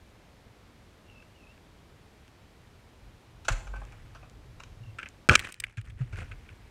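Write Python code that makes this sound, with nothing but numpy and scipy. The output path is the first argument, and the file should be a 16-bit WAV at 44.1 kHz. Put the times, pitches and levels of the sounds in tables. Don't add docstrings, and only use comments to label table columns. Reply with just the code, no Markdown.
import sys
import numpy as np
from scipy import signal
from scipy.fft import rfft, irfft
from scipy.io import wavfile
from scipy.ndimage import uniform_filter1d, minimum_filter1d

SR = 44100
rng = np.random.default_rng(int(sys.argv[2]) if len(sys.argv) > 2 else 0)


def generate_wav(sig):
    pcm = np.round(np.clip(np.atleast_2d(sig).T, -1, 1) * 32767).astype(np.int16)
    wavfile.write(sys.argv[1], SR, pcm)


N = 295848
TIME = np.arange(N) / SR


def from_db(db):
    return 10 ** (np.asarray(db) / 20)


def rms_one(x):
    return x / np.sqrt(np.mean(x ** 2) + 1e-20)


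def at_hz(points, hz):
    table_hz, value = np.transpose(points)
    return np.interp(np.log(hz + 1e-3), np.log(table_hz), value)


def band(x, low_hz, high_hz):
    sos = signal.butter(3, [low_hz, high_hz], "band", fs=SR, output="sos")
    return signal.sosfilt(sos, x + 1e-18)


def colour(x, spectrum, size=8192):
    gain = from_db(at_hz(spectrum, np.fft.rfftfreq(size, 1 / SR)))
    cepstrum = irfft(np.log(gain))
    cepstrum[1:size // 2] *= 2
    cepstrum[size // 2 + 1:] = 0
    impulse_response = irfft(np.exp(rfft(cepstrum)))
    return signal.fftconvolve(x, impulse_response)[:len(x)]


def add(track, s, sound):
    start = round(s * SR)
    track[start:start + len(sound)] += sound[:N - start]


def grains(count, per_s, spread_db):
    sizes = from_db(spread_db * np.minimum(rng.exponential(1, count), 4))
    signs = rng.choice([-1, 1], count)
    return sizes * signs * (rng.random(count) < per_s / SR)


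def spell(row, attack_s, release_db_per_s):
    s, length_s, level_db, sag_db_per_s = row
    t = np.maximum(TIME - s, 0)
    release_db = release_db_per_s * np.maximum(t - length_s, 0)
    return np.minimum(t / attack_s, 1) * from_db(level_db - sag_db_per_s * t - release_db)


BAND_EDGES_HZ = [150, 1100, 3600, 17000]


def cracks(table, body, fibres_per_s, spread_db, snap_db, rise_s, variety_db=2.5, thin_db=9.0, size=6000):
    out, t = np.zeros(N), TIME[:size]
    hz = np.geomspace(200, 16000, 44)
    octaves_into_splinters = np.clip(np.log2(hz / BAND_EDGES_HZ[2]), 0, 1)
    for s, *levels_db, t60_s in table:
        envelope = (1 - np.exp(-t / rise_s)) * from_db(-60 * t / t60_s)
        fibres = rms_one(grains(size, fibres_per_s, spread_db)) * envelope
        fibres[0] += from_db(snap_db)

        knock_db, wood_db, splinter_db = levels_db
        treble_db = np.clip(splinter_db - wood_db, 0, thin_db) * octaves_into_splinters
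        piece_variety_db = variety_db * rng.standard_normal(len(hz))
        piece = np.c_[hz, at_hz(body, hz) + treble_db + piece_variety_db]
        burst = colour(fibres, piece)

        for level_db, low_hz, high_hz in zip(levels_db, BAND_EDGES_HZ, BAND_EDGES_HZ[1:]):
            part = band(burst, low_hz, high_hz)
            loudest_rms = np.sqrt(uniform_filter1d(part ** 2, size=176).max())
            add(out, s, from_db(level_db) * part / loudest_rms)
    return out


def light_cracks(table):
    knock_db = -25.5
    return [(s, wood_db + knock_db, wood_db, splinter_db, t60_s) for s, wood_db, splinter_db, t60_s in table]


# frequency in Hz, relative level in dB.
AIR_SPECTRUM = [(12, -37.5), (20, -9), (59, -0.5), (103, 0), (137, -6), (175, -6), (1580, -19.5),
                (2330, -20.5), (2610, -22.5), (3260, -23.5), (13900, -40.5), (15500, -50)]
AIR_DB = -56.5


def air():
    return from_db(AIR_DB) * rms_one(colour(rng.standard_normal(N), AIR_SPECTRUM))


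# frequency in Hz, t60 in s.
FOREST_DECAY = [(200, 1), (1500, 0.46), (14000, 0.62)]


def forest(x, build_s):
    t, edges_hz = TIME[:SR], np.geomspace(120, 16000, 8)
    echoes = grains(SR, 4000, 0.62) * (1 - np.exp(-t / build_s))
    tail = np.zeros(SR)
    for low_hz, high_hz in zip(edges_hz, edges_hz[1:]):
        t60_s = at_hz(FOREST_DECAY, np.sqrt(low_hz * high_hz))
        tail += band(echoes, low_hz, high_hz) * from_db(-60 * t / t60_s)
    return signal.fftconvolve(x, tail / np.sqrt(np.sum(tail ** 2)))[:N]


# start in seconds, length in s,
# first pitch in Hz, fall in Hz per s, turn after s, level in dB towards the end before flutter and fade.
BIRD_WHISTLES = [(1.044, 0.196, 2810, 1365, 0.16, -61), (1.335, 0.2, 2945, 3850, 0.122, -64),
                 (4.811, 0.11, 2755, 696, 0.11, -66)]
BIRD_RISE_HZ_PER_S, BIRD_SWELL_DB, BIRD_FADE_S = 4140, 9, 0.021


def bird(waver, flutter_db, overtone_db):
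    out = np.zeros(N)
    flutter = rms_one(band(rng.standard_normal(N), 9, 100))
    for s, length_s, first_hz, fall_hz_per_s, turn_s, level_db in BIRD_WHISTLES:
        t = TIME[:round(length_s * SR)]
        wobble = flutter[round(s * SR):][:len(t)]
        fall_hz = fall_hz_per_s * np.minimum(t, turn_s)
        rise_hz = BIRD_RISE_HZ_PER_S * np.maximum(t - turn_s, 0)
        hz = (first_hz - fall_hz + rise_hz) * (1 + waver * wobble)
        phase = 2 * np.pi * np.cumsum(hz) / SR

        fade = np.minimum(np.minimum(t, t[::-1]) / BIRD_FADE_S, 1)
        swell_db = BIRD_SWELL_DB * (t / length_s - 1)
        envelope = np.sqrt(2) * fade * from_db(level_db + swell_db + flutter_db * wobble)
        add(out, s, envelope * (np.sin(phase) + from_db(overtone_db) * np.sin(2 * phase)))
    return out


# start in seconds, length in s, level in dB, sag in dB per s.
RUMBLE_SPELLS = [(2.986, 0.095, -50.5, 2), (3.27, 0.35, -53.5, 8), (3.548, 1.4, -51.5, 1.5),
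                 (5.294, 0.088, -16.5, 28.5), (5.54, 0.13, -39, 2), (5.784, 1.4, -35, 23.5)]
# frequency in Hz, relative level in dB.
GROUND_SPECTRUM = [(15, -17.5), (30, -2.5), (45, 6), (65, -1.5), (110, 1.5), (170, -16.5), (400, -30),
                   (2000, -71.5)]
RUMBLE_ATTACK_S, RUMBLE_RELEASE_DB_PER_S, RUMBLE_FLOOR_DB = 0.079, 177, -65


def rumble():
    spells = sum(spell(row, RUMBLE_ATTACK_S, RUMBLE_RELEASE_DB_PER_S) for row in RUMBLE_SPELLS)
    level = from_db(RUMBLE_FLOOR_DB) + spells
    return level * rms_one(colour(rng.standard_normal(N), GROUND_SPECTRUM))


# start in seconds, wood level in dB, splinter level in
# dB, t60 in s.
TWIG_TICKS = [(1.226, -54, -66, 0.023), (1.578, -56, -63, 0.032), (2.28, -53.5, -54.5, 0.16),
              (3.852, -66, -54, 0.025), (3.923, -63, -56.5, 0.026), (4.298, -74, -54.5, 0.022),
              (5.088, -58, -46.5, 0.12), (6.159, -45, -49, 0.022)]
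# frequency in Hz, relative level in dB.
BRANCH_SPECTRUM = [(220, -6.5), (500, -6.5), (1000, -14.5), (1500, 8), (1900, -2), (2400, 7), (3150, -7),
                   (3600, -17), (5000, -21.5), (6300, -19), (8500, -23.5), (10500, -39), (15000, -50)]


def twig_ticks():
    return cracks(light_cracks(TWIG_TICKS), BRANCH_SPECTRUM,
                  fibres_per_s=8500, spread_db=4.0, snap_db=39, rise_s=0.0022)


# start in seconds, length in s, level in dB, sag in dB per s.
DEBRIS_SHOWERS = [(3.491, 0.18, -43, 146), (3.793, 0.33, -62, 23), (5.294, 0.19, -19, 47.5),
                  (5.55, 0.035, -53, 55.5), (5.61, 0.098, -42.5, 55), (5.84, 0.044, -48.5, 28),
                  (5.972, 0.026, -53, 50), (6.151, 0.058, -50.5, 26)]
# start in seconds, length in s, level in dB, sag in dB per s.
SETTLING = (6, 2, -63.5, 10)
# frequency in Hz, relative level in dB.
BARK_SPECTRUM = [(150, 2), (400, -0.5), (900, -5.5), (1500, 3), (2500, 1), (3800, -15.5), (6500, -16),
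                 (9000, -17.5), (14000, -37)]
SHOWER_ATTACK_S, SHOWER_RELEASE_DB_PER_S = 0.012, 252


def debris(per_s, spread_db, clump_db, twigs_per_s, twigs_db):
    clumps = rms_one(band(rng.standard_normal(N), 34, 77))
    clumped_grains = grains(N, per_s, spread_db) * from_db(clump_db * clumps)
    crumbs = rms_one(colour(clumped_grains, BARK_SPECTRUM))

    twigs, pitches_hz = np.zeros(N), np.geomspace(1600, 12000, 16)
    for hz in pitches_hz:
        clicks = grains(N, twigs_per_s / len(pitches_hz), spread_db / 2)
        twigs += from_db(at_hz(BARK_SPECTRUM, hz)) * band(clicks, hz * .87, hz * 1.13)

    rows = DEBRIS_SHOWERS + [SETTLING]
    level = sum(spell(row, SHOWER_ATTACK_S, SHOWER_RELEASE_DB_PER_S) for row in rows)
    return level * (crumbs + from_db(twigs_db) * rms_one(twigs))


# start in seconds, wood level in dB, splinter level in dB, t60 in s.
CHIP_LANDINGS = [(5.3925, -6.5, -13.5, 0.029), (5.445, -17, -33, 0.041), (5.523, -27, -22.5, 0.0082),
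                 (5.542, -24.5, -25.5, 0.0076), (5.6005, -22, -16.5, 0.014), (5.638, -11, -30, 0.019),
                 (5.771, -34, -46, 0.011), (5.812, -42, -46.5, 0.014), (5.899, -46, -55, 0.029)]
# frequency in Hz, relative level in dB.
CHIP_SPECTRUM = [(500, -12.5), (1000, -16.5), (1600, -2.5), (2500, 3), (3800, -8.5), (6000, -17),
                 (8500, -9), (11000, -23), (15000, -28)]


def chip_landings():
    return cracks(light_cracks(CHIP_LANDINGS), CHIP_SPECTRUM,
                  fibres_per_s=5000, spread_db=5.5, snap_db=-3, rise_s=0.00057, thin_db=13.0)


# start in seconds, wood level in dB.
BRANCH_SNAPS = [(4.985, -32.5), (5.01, -46), (5.027, -33.5), (5.057, -38), (6.313, -41), (6.488, -46)]
BRANCH_KNOCK_DB, BRANCH_SPLINTER_DB, BRANCH_T60_S = -14, -16.5, 0.058


def branch_snaps():
    rows = [(s, db + BRANCH_KNOCK_DB, db, db + BRANCH_SPLINTER_DB, BRANCH_T60_S) for s, db in BRANCH_SNAPS]
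    return cracks(rows, BRANCH_SPECTRUM, fibres_per_s=1800, spread_db=4.0, snap_db=-6, rise_s=0.001)


# start in seconds, thud peak in dB, settled pitch in Hz, bark scuff wood level in dB.
LOG_BOUNCES = [(5.773, -17.5, 106, -31), (6.003, -17.5, 122.7, -45), (6.124, -30.5, 95.6, -42.5),
               (6.174, -33.5, 96, -45.5), (6.211, -33.5, 95, -48)]
SCUFF_KNOCK_DB, SCUFF_T60_S = -44, 0.074
SCUFF_SPLINTER_DB = -11.5


def scuffs():
    rows = [(s, SCUFF_KNOCK_DB, db, db + SCUFF_SPLINTER_DB, SCUFF_T60_S) for s, _, _, db in LOG_BOUNCES]
    return cracks(rows, BRANCH_SPECTRUM, fibres_per_s=4000, spread_db=4.0, snap_db=-10, rise_s=0.0097)


# start in seconds, peak in dB, settled pitch in Hz, swell in s.
TRUNK_THUDS = [(3.495, -23.5, 36.6, 0.033), (3.502, -27, 101.6, 0.013), (3.609, -34, 47.9, 0.12),
               (4.799, -40, 117.4, 0.018), (4.862, -38.5, 107.7, 0.027), (5.288, 1, 127.6, 0.016),
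               (5.297, 8, 80, 0.01)]
BOUNCE_SWELL_S = 0.015


def thuds(stiffening, relax_s):
    out, t = np.zeros(N), TIME[:SR]
    bounces = [(s, peak_db, hz, BOUNCE_SWELL_S) for s, peak_db, hz, _ in LOG_BOUNCES]
    for s, peak_db, settled_hz, swell_s in TRUNK_THUDS + bounces:
        hz = settled_hz * (1 + stiffening * np.exp(-t / relax_s))
        phase = 2 * np.pi * np.cumsum(hz) / SR
        envelope = (t / swell_s * np.exp(1 - t / swell_s)) ** 2
        add(out, s, from_db(peak_db) * envelope * np.sin(phase))
    return out


# start in seconds, peak in dB, frequency in Hz, t60 in s.
TRUNK_RINGS = [(3.483, -19, 1538, 0.027), (3.734, -43, 1533, 0.19)]


def trunk_ring(rise_s, size=9000):
    out, t = np.zeros(N), TIME[:size]
    for s, peak_db, hz, t60_s in TRUNK_RINGS:
        envelope = (1 - np.exp(-t / rise_s)) * from_db(-60 * t / t60_s)
        add(out, s, from_db(peak_db) * envelope / envelope.max() * np.sin(2 * np.pi * hz * t))
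    return out


# start in seconds, wood level in dB before the distance loss,
# tilt to the treble in dB, t60 in s.
TRUNK_CRACKS = [(3.448, -42, 6, 0.074), (3.483, -19, 2.5, 0.027), (3.49, -28, 0.5, 0.055),
                (3.521, -38, 9.5, 0.029), (3.668, -44.5, -0.5, 0.084), (3.737, -47.5, -12, 0.1),
                (3.758, -45, -2, 0.11), (3.815, -50, -10.5, 0.075), (3.921, -51, 0, 0.097),
                (4.148, -45.5, -1, 0.1), (4.227, -51.5, -6.5, 0.11), (4.599, -40.5, 2, 0.062),
                (4.635, -43, 7, 0.018)]
# frequency in Hz, relative level in dB.
TRUNK_SPECTRUM = [(250, -15.5), (450, -12.5), (700, -8), (1100, -5), (1500, 5), (1950, -10), (2500, 4),
                  (3300, -16.5), (4800, -22.5), (6200, -18), (7900, -26.5), (10000, -32.5), (15000, -58)]
TRUNK_KNOCK_DB, TRUNK_SPLINTER_DB = -3.5, -9.5
TRUNK_DISTANCE_DB = -2


def foot_cracks():
    rows = []
    for s, wood_db, tilt_db, t60_s in TRUNK_CRACKS:
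        knock_db = wood_db + TRUNK_KNOCK_DB - tilt_db
        splinter_db = wood_db + TRUNK_SPLINTER_DB + tilt_db
        rows.append((s, knock_db, wood_db, splinter_db, t60_s))
    return from_db(TRUNK_DISTANCE_DB) * cracks(rows, TRUNK_SPECTRUM, fibres_per_s=5000, spread_db=5.0,
                                               snap_db=4, rise_s=0.0015)


# start in seconds, knock level in dB, wood level in dB, splinter level in dB, t60 in s.
BREAKS = [(5.2893, 10, -3, 0.5, 0.0052), (5.2937, -4.5, 16, 8, 0.014), (5.353, -7, 12.5, 10.5, 0.016),
          (5.3563, -6, 11, 9, 0.0067)]
# knock level in dB, wood level in dB, splinter level in dB.
CRUSH_DB = (5.5, -2.5, -11.5)
# knock in dB, wood in dB, splinter in dB (negative gains).
CRUSH_LOSS_DB = (3.5, -0.4, -0.4)
CRUSH_START_S, CRUSH_GAP_S, CRUSH_T60_S = 5.3, 0.0095, 0.045


def crash(count):
    jitter = rng.uniform(-.2, .2, count)
    starts_s = CRUSH_START_S + CRUSH_GAP_S * (np.arange(count) + jitter)
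    crushing = []
    for k, s in enumerate(starts_s):
        levels_db = np.subtract(CRUSH_DB, np.multiply(k, CRUSH_LOSS_DB))
        crushing.append((s, *levels_db, CRUSH_T60_S))
    return cracks(BREAKS + crushing, BRANCH_SPECTRUM, fibres_per_s=4000, spread_db=4.5,
                  snap_db=4.5, rise_s=0.00039)


def scene():
    whistle = bird(waver=0.0094, flutter_db=5.5, overtone_db=-19)
    shower = debris(per_s=2200, spread_db=3.0, clump_db=3.0, twigs_per_s=300, twigs_db=-3.5)
    ground = rumble() + thuds(stiffening=0.58, relax_s=0.0048)
    light_pieces = twig_ticks() + chip_landings()
    far = foot_cracks()
    near = branch_snaps() + scuffs() + crash(count=5)
    echoes = forest(from_db(-11.0) * (far + whistle) + from_db(-34) * near, build_s=0.0052)
    background = air() + echoes + whistle + ground
    return (background + light_pieces + shower + trunk_ring(rise_s=0.0033) + far + near)[None]


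def gain_control(x, threshold_db, release_db_per_s):
    level_db = 10 * np.log10(np.maximum(uniform_filter1d(x ** 2, size=220), 1e-12))
    excess_db = np.maximum(level_db - threshold_db, 0)
    released_db = release_db_per_s * TIME
    held_db = np.maximum.accumulate(excess_db + released_db) - released_db
    gain_db = minimum_filter1d(-held_db, size=500)
    return x * from_db(uniform_filter1d(gain_db, size=400))


CUTOFF_HZ = 15800


def record(dry):
    clipped = np.clip(gain_control(dry[0], threshold_db=-9.5, release_db_per_s=25.5), -1, 1)
    top_cut = signal.ellip(10, .1, 70, CUTOFF_HZ, fs=SR, output="sos")
    return signal.sosfilt(top_cut, clipped)[None]


dry = scene()
out = record(dry)
generate_wav(out)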